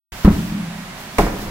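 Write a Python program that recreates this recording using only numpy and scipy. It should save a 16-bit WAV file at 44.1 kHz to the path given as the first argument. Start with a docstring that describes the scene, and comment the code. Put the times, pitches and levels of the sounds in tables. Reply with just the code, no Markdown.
"""Over the hiss of ventilation and swishing clothes, feet press on a gym floor: soft damped floor modes.
A heavy medicine ball slams down: ball and floor modes boom and knock under noise slaps of its skin.
The hall tail and far-wall echoes hold the boom; caught on the rebound, the ball rings softly again.
Thrown against a wooden board, it cracks and slaps in noise bursts; the board's modes ring and it rattles.
A limiter and a soft clipper round off the loud blows."""
import sys
import numpy as np
from scipy import signal
from scipy.fft import rfft, irfft, next_fast_len
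from scipy.io import wavfile
from scipy.ndimage import uniform_filter1d, minimum_filter1d

SR = 44100
rng = np.random.default_rng(int(sys.argv[2]) if len(sys.argv) > 2 else 0)


def wav_out(sig):
    """Save sig, one row per channel (or a flat mono array), as 16-bit PCM at SR to the path in sys.argv[1]."""
    wavfile.write(sys.argv[1], SR, np.round(np.clip(np.atleast_2d(sig).T, -1, 1) * 32767).astype(np.int16))


N = 66150

# The ball squashes on the floor, then springs off it. Each row: start in seconds, then levels in dB of
# the ball's boom, the push into the floor, the skin slap and the hollow knock.
FLOOR_IMPACTS = [(0.2473, -4.5, 0.5, -17.5, -14.5), (0.277, -5.5, -24.5, -20.5, -0.5)]
# Air and shell of the ball. Each row: frequency in Hz, level in dB, t60 in seconds.
BALL_MODES = [(172.1, -10.5, 0.35), (173, -21, 0.11), (210.9, -2, 0.27), (237.5, -10, 0.15),
              (282, -9, 0.39), (387, -20, 0.43)]
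# The floor gives under a load. Each row: frequency in Hz, level in dB, t60 in seconds.
FLOOR_MODES = [(37.6, -33, 0.84), (52.3, 4, 0.098), (68.6, -12.5, 0.48), (89.3, -8, 0.34)]
BOOM_ATTACK_S, PUSH_ATTACK_S = 0.0015, 0.0044


def amp(db):
    """Linear gain of a level in dB."""
    return 10 ** (np.asarray(db) / 20)


def unit(x):
    """x scaled to an rms of 1 over all channels."""
    return x / np.sqrt(np.mean(x ** 2) + 1e-20)


def along(points, hz):
    """Curve through (Hz, value) points on a log frequency axis."""
    f, v = np.transpose(points)
    return np.interp(np.log(hz + 1), np.log(f + 1), v)


def since(s):
    """Seconds after s, zero before."""
    return np.maximum(np.arange(N) / SR - s, 0)


def filtered(x, response):
    """x shaped by a response of frequency, with zero padding against wrap-around."""
    m = next_fast_len(N + SR // 2)
    return irfft(rfft(x, m) * response(np.fft.rfftfreq(m, 1 / SR)), m)[..., :N]


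def pan(x, db):
    """Left channel up and right channel down by db."""
    return x * amp([[db], [-db]])


def noise(spectrum):
    """Coloured stereo noise of rms 1, near mono in the bass, mixed from independent mid and side."""
    # Each row: frequency in Hz, left-right likeness (1 is mono).
    likeness = [(100, 1), (250, 0.99), (500, 0.63), (1000, 0.67), (2000, 0.19), (4000, 0.1), (12000, 0.083)]

    def mid_side_response(hz):
        turn = np.arccos(np.clip(along(likeness, hz), -1, 1)) / 2
        return amp(along(spectrum, hz)) * [np.cos(turn), np.sin(turn)]

    mid, side = filtered(rng.standard_normal((2, N)), mid_side_response)
    return unit(np.array([mid + side, mid - side]))


def dying(spectrum, t60, size=256):
    """Noise in which each frequency dies at its own speed."""
    hz, t, bins = signal.stft(noise(spectrum), SR, nperseg=size)
    decay = amp(-60 * t / along(t60, hz)[:, None])
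    return signal.istft(bins * decay, SR, nperseg=size)[1][:, :N]


def burst(s, spectrum, t60):
    """A dense, dying rush of noise that starts at s."""
    late = np.pad(dying(spectrum, t60), ((0, 0), (round(s * SR), 0)))[:, :N]
    return late * (1 - np.exp(-since(s) / 0.00023))  # attack in seconds


def ring(s, modes, attack):
    """Damped modes pushed inwards at s, their levels scattered at random by about a dB."""
    t = since(s)
    total = 0
    for hz, db, t60 in modes:
        level = db + rng.normal()
        total = total + amp(level - 60 * t / t60) * np.sin(2 * np.pi * hz * t)
    return -(1 - np.exp(-t / attack)) * total


def in_hall(x, wet_db):
    """A sound and the hall's answer, a noise tail that lasts longest in the low boom."""
    # Each row: frequency in Hz, t60 in seconds.
    hall_decay = [(40, 0.55), (100, 0.47), (150, 1.33), (205, 1.32), (280, 0.97), (700, 0.78), (2000, 0.68),
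                  (10000, 0.42)]
    # Each row: frequency in Hz, relative level in dB.
    hall_colour = [(40, 1.5), (110, -3.5), (160, -0.5), (205, -1.5), (300, -3.5), (1000, -2.5), (10000, 1)]
    build_s = 0.01
    tail = dying(hall_colour, hall_decay, size=1024) * (1 - np.exp(-since(0) / build_s))
    tail = tail / np.linalg.norm(tail[0])  # left channel to unit energy
    return x + amp(wet_db) * signal.fftconvolve(x, tail, axes=1)[:, :N]


def background():
    """Steady ventilation noise, and a noise swish of clothes and shoes that swells with each movement."""
    # Ventilation. Each row: frequency in Hz, relative level in dB per Hz.
    vent_colour = [(15, -46), (25, 1), (59, -4.5), (91, -13), (104, -1.5), (164, -0.5), (267, -5),
                   (289, -17), (368, -7.5), (457, -15.5), (614, -6.5), (1450, -9.5), (1620, -8.5),
                   (1900, -9), (15500, -29)]
    # Swish of clothes and shoes. 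Each row: time in seconds, level in dB.
    swish_levels = [(0.122, -43), (0.201, -37.5), (.27, -41), (.34, -35), (.48, -40), (.57, -51),
                    (.85, -95), (1.0, -39), (1.12, -49), (1.219, -30.5), (1.328, -41), (1.42, -34.5),
                    (1.5, -44)]
    # Cloth. Each row: frequency in Hz, relative level in dB per Hz.
    cloth_colour = [(100, 14), (1000, 2), (3000, 4.5), (6000, 3), (9000, -3), (14000, 1)]
    vent_db, pan_db = -34.5, -1.42  # negative pan leans right
    swish = amp(np.interp(since(0), *np.transpose(swish_levels))) * noise(cloth_colour)
    return pan(amp(vent_db) * noise(vent_colour) + swish, pan_db)


def feet_press():
    """Feet load the floor before the slam and set its damped modes moving."""
    # Each row: start in seconds, level in dB.
    steps = [(0.123, -31)]
    return sum(amp(db) * ring(s, FLOOR_MODES, PUSH_ATTACK_S) for s, db in steps)


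def skin_snap():
    """The skin snaps crisply at first touch, a short noise burst."""
    # Each row: start in seconds, level in dB.
    snaps = [(0.2472, -20)]
    # Each row: frequency in Hz, relative level in dB per Hz.
    snap_colour = [(300, -10), (950, 16), (1300, 0), (2000, -3), (4000, -1), (8000, -12), (15000, -5)]
    # Each row: frequency in Hz, t60 in seconds.
    snap_decay = [(1000, 0.12), (10000, 0.042)]
    return sum(amp(db) * burst(s, snap_colour, snap_decay) for s, db in snaps)


def ball_boom():
    """Squashing and springing off, the ball rings in the modes of its air and shell."""
    return sum(amp(db) * ring(s, BALL_MODES, BOOM_ATTACK_S) for s, db, *_ in FLOOR_IMPACTS)


def floor_contact():
    """The floor gives in low modes, the skin slaps as noise and the dented shell knocks in short modes."""
    # Skin slap. Each row: frequency in Hz, relative level in dB per Hz.
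    skin_colour = [(60, -9), (250, -3), (450, -9.5), (1000, -5.5), (1600, -10.5), (3000, -21.5),
                   (8000, -39), (15000, -39)]
    # Skin slap. Each row: frequency in Hz, t60 in seconds.
    skin_decay = [(100, 0.2), (1000, 0.18), (8000, 0.063)]
    # Hollow knock of the dented shell. Each row: frequency in Hz, level in dB, t60 in seconds.
    dent_modes = [(200.2, 5, 0.08), (272, -6, 0.04), (472, -23, 0.046), (580, -20, 0.05)]
    total = 0
    for s, _, push_db, slap_db, knock_db in FLOOR_IMPACTS:
        push = amp(push_db) * ring(s, FLOOR_MODES, PUSH_ATTACK_S)
        slap = amp(slap_db) * burst(s, skin_colour, skin_decay)
        knock = amp(knock_db) * ring(s, dent_modes, BOOM_ATTACK_S)
        total = total + push + slap + knock
    return total


def with_echoes(x):
    """A sound and its dull returns from the far walls: delayed, low-passed copies."""
    # Each row: delay in seconds, level in dB.
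    wall_returns = [(0.204, -16), (.275, -14.5), (0.334, -16), (.4, -28.5), (.49, -46)]
    top_hz = 263

    def walls(hz):
        returns = sum(amp(db) * np.exp(-2j * np.pi * hz * delay) for delay, db in wall_returns)
        return returns / (1 + (hz / top_hz) ** 6)

    return x + filtered(x, walls)


def catch():
    """Hands close on the rebounding ball and ring its modes softly again."""
    # Each row: start in seconds, level in dB.
    catches = [(.538, -26)]
    return sum(amp(db) * ring(s, BALL_MODES, BOOM_ATTACK_S) for s, db in catches)


def floor_slam():
    """Feet, slam and catch excite one hall together; only the boom echoes off the far walls."""
    dry_slam = with_echoes(ball_boom()) + floor_contact() + skin_snap() + catch() + feet_press()
    return in_hall(dry_slam, -8.5)  # hall level in dB


def board_blow():
    """The ball meets the board: noise crack and slap over the damped modes of board and frame."""
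    # Board and frame. Each row: frequency in Hz, level in dB, t60 in seconds.
    board_modes = [(36.5, -6, 0.66), (67.5, -4, 0.17), (164.2, -9, 0.42), (201, -6.5, 0.41),
                   (319.6, -9, 0.31), (404.3, 6, 0.084), (576, 5, 0.051), (678.5, -4.5, 0.22),
                   (716.4, 5.5, 0.092), (782, -5, 0.13), (845, 4.5, 0.046), (1012, -1, 0.069),
                   (1086, -10, 0.1)]
    # Slap, then crack. Each row: frequency in Hz, relative level in dB per Hz.
    slap_colour = [(40, -5), (250, -1.5), (700, -2), (1100, -17.5), (1400, -13), (2200, -19), (3000, -27),
                   (6000, -29), (15000, -33.5)]
    crack_colour = [(100, -2.5), (1050, 3), (1400, -7), (2200, -5.5), (3000, -19), (8000, -22.5),
                    (15000, -31)]
    # Slap, then crack. Each row: frequency in Hz, t60 in seconds.
    slap_decay = [(100, 0.29), (700, 0.09), (2000, 0.42), (10000, 0.16)]
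    crack_decay = [(100, 0.059), (8000, 0.034)]
    start_s, attack_s = 1.1838, 0.003
    ring_db, slap_db, crack_db = -10, -11, -6
    ringing = amp(ring_db) * ring(start_s, board_modes, attack_s)
    slap = amp(slap_db) * burst(start_s, slap_colour, slap_decay)
    crack = amp(crack_db) * burst(start_s, crack_colour, crack_decay)
    return ringing + slap + crack


def board_rattle():
    """The board knocks back on its frame in a string of dull noise bursts."""
    # Each row: start in seconds, level in dB.
    rattles = [(1.223, -19.5), (1.266, -19), (1.281, -26), (1.322, -25.5), (1.381, -27), (1.426, -28),
               (1.468, -27.5)]
    # Each row: frequency in Hz, relative level in dB per Hz.
    knock_colour = [(30, 3.5), (80, 1.5), (220, 1.5), (400, -2), (700, -6.5), (1500, -13), (3000, -32),
                    (15000, -56)]
    # Each row: frequency in Hz, t60 in seconds.
    knock_decay = [(100, 0.23), (2000, 0.22), (10000, 0.032)]
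    return sum(amp(db) * burst(s, knock_colour, knock_decay) for s, db in rattles)


def board_throw():
    """Blow and rattle ring in the hall, panned by frequency."""
    # Each row: frequency in Hz, left up and right down in dB.
    board_pan = [(100, -0.5), (270, 0.3), (500, -0.5), (1000, -1), (4000, -1.5), (12000, -3)]
    wet = in_hall(board_blow() + board_rattle(), -10.5)  # hall level in dB
    return filtered(wet, lambda hz: amp(np.outer([1, -1], along(board_pan, hz))))


def scene():
    """All layers, the left channel lagging slightly behind the right."""
    left_lag_s = 9e-5
    lag = np.array([[left_lag_s / 2], [-left_lag_s / 2]])
    mix = background() + floor_slam() + board_throw()
    return filtered(mix, lambda hz: np.exp(-2j * np.pi * hz * lag))


def record(dry):
    """Sound opens after a silent start; a limiter dips just after peaks, a soft clip rounds, the top is cut."""
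    limit_db, hold_s = 3.5, 0.02
    clip_top, hardness = 0.99, 9.6
    start_s, top_hz = 0.12, 15800
    hold = max(int(hold_s * SR), 3)
    back = (hold - 1) // 2  # both windows look backwards, so peaks slip through first
    needed = np.minimum(1, amp(limit_db) / (np.abs(dry).max(axis=0) + 1e-9))
    held = minimum_filter1d(needed, hold, origin=back)
    limited = dry * uniform_filter1d(held, hold, origin=back)
    clipped = limited / (1 + np.abs(limited / clip_top) ** hardness) ** (1 / hardness)
    return filtered(clipped * (since(start_s) > 0), lambda hz: hz < top_hz)


dry = scene()
out = record(dry)
wav_out(out)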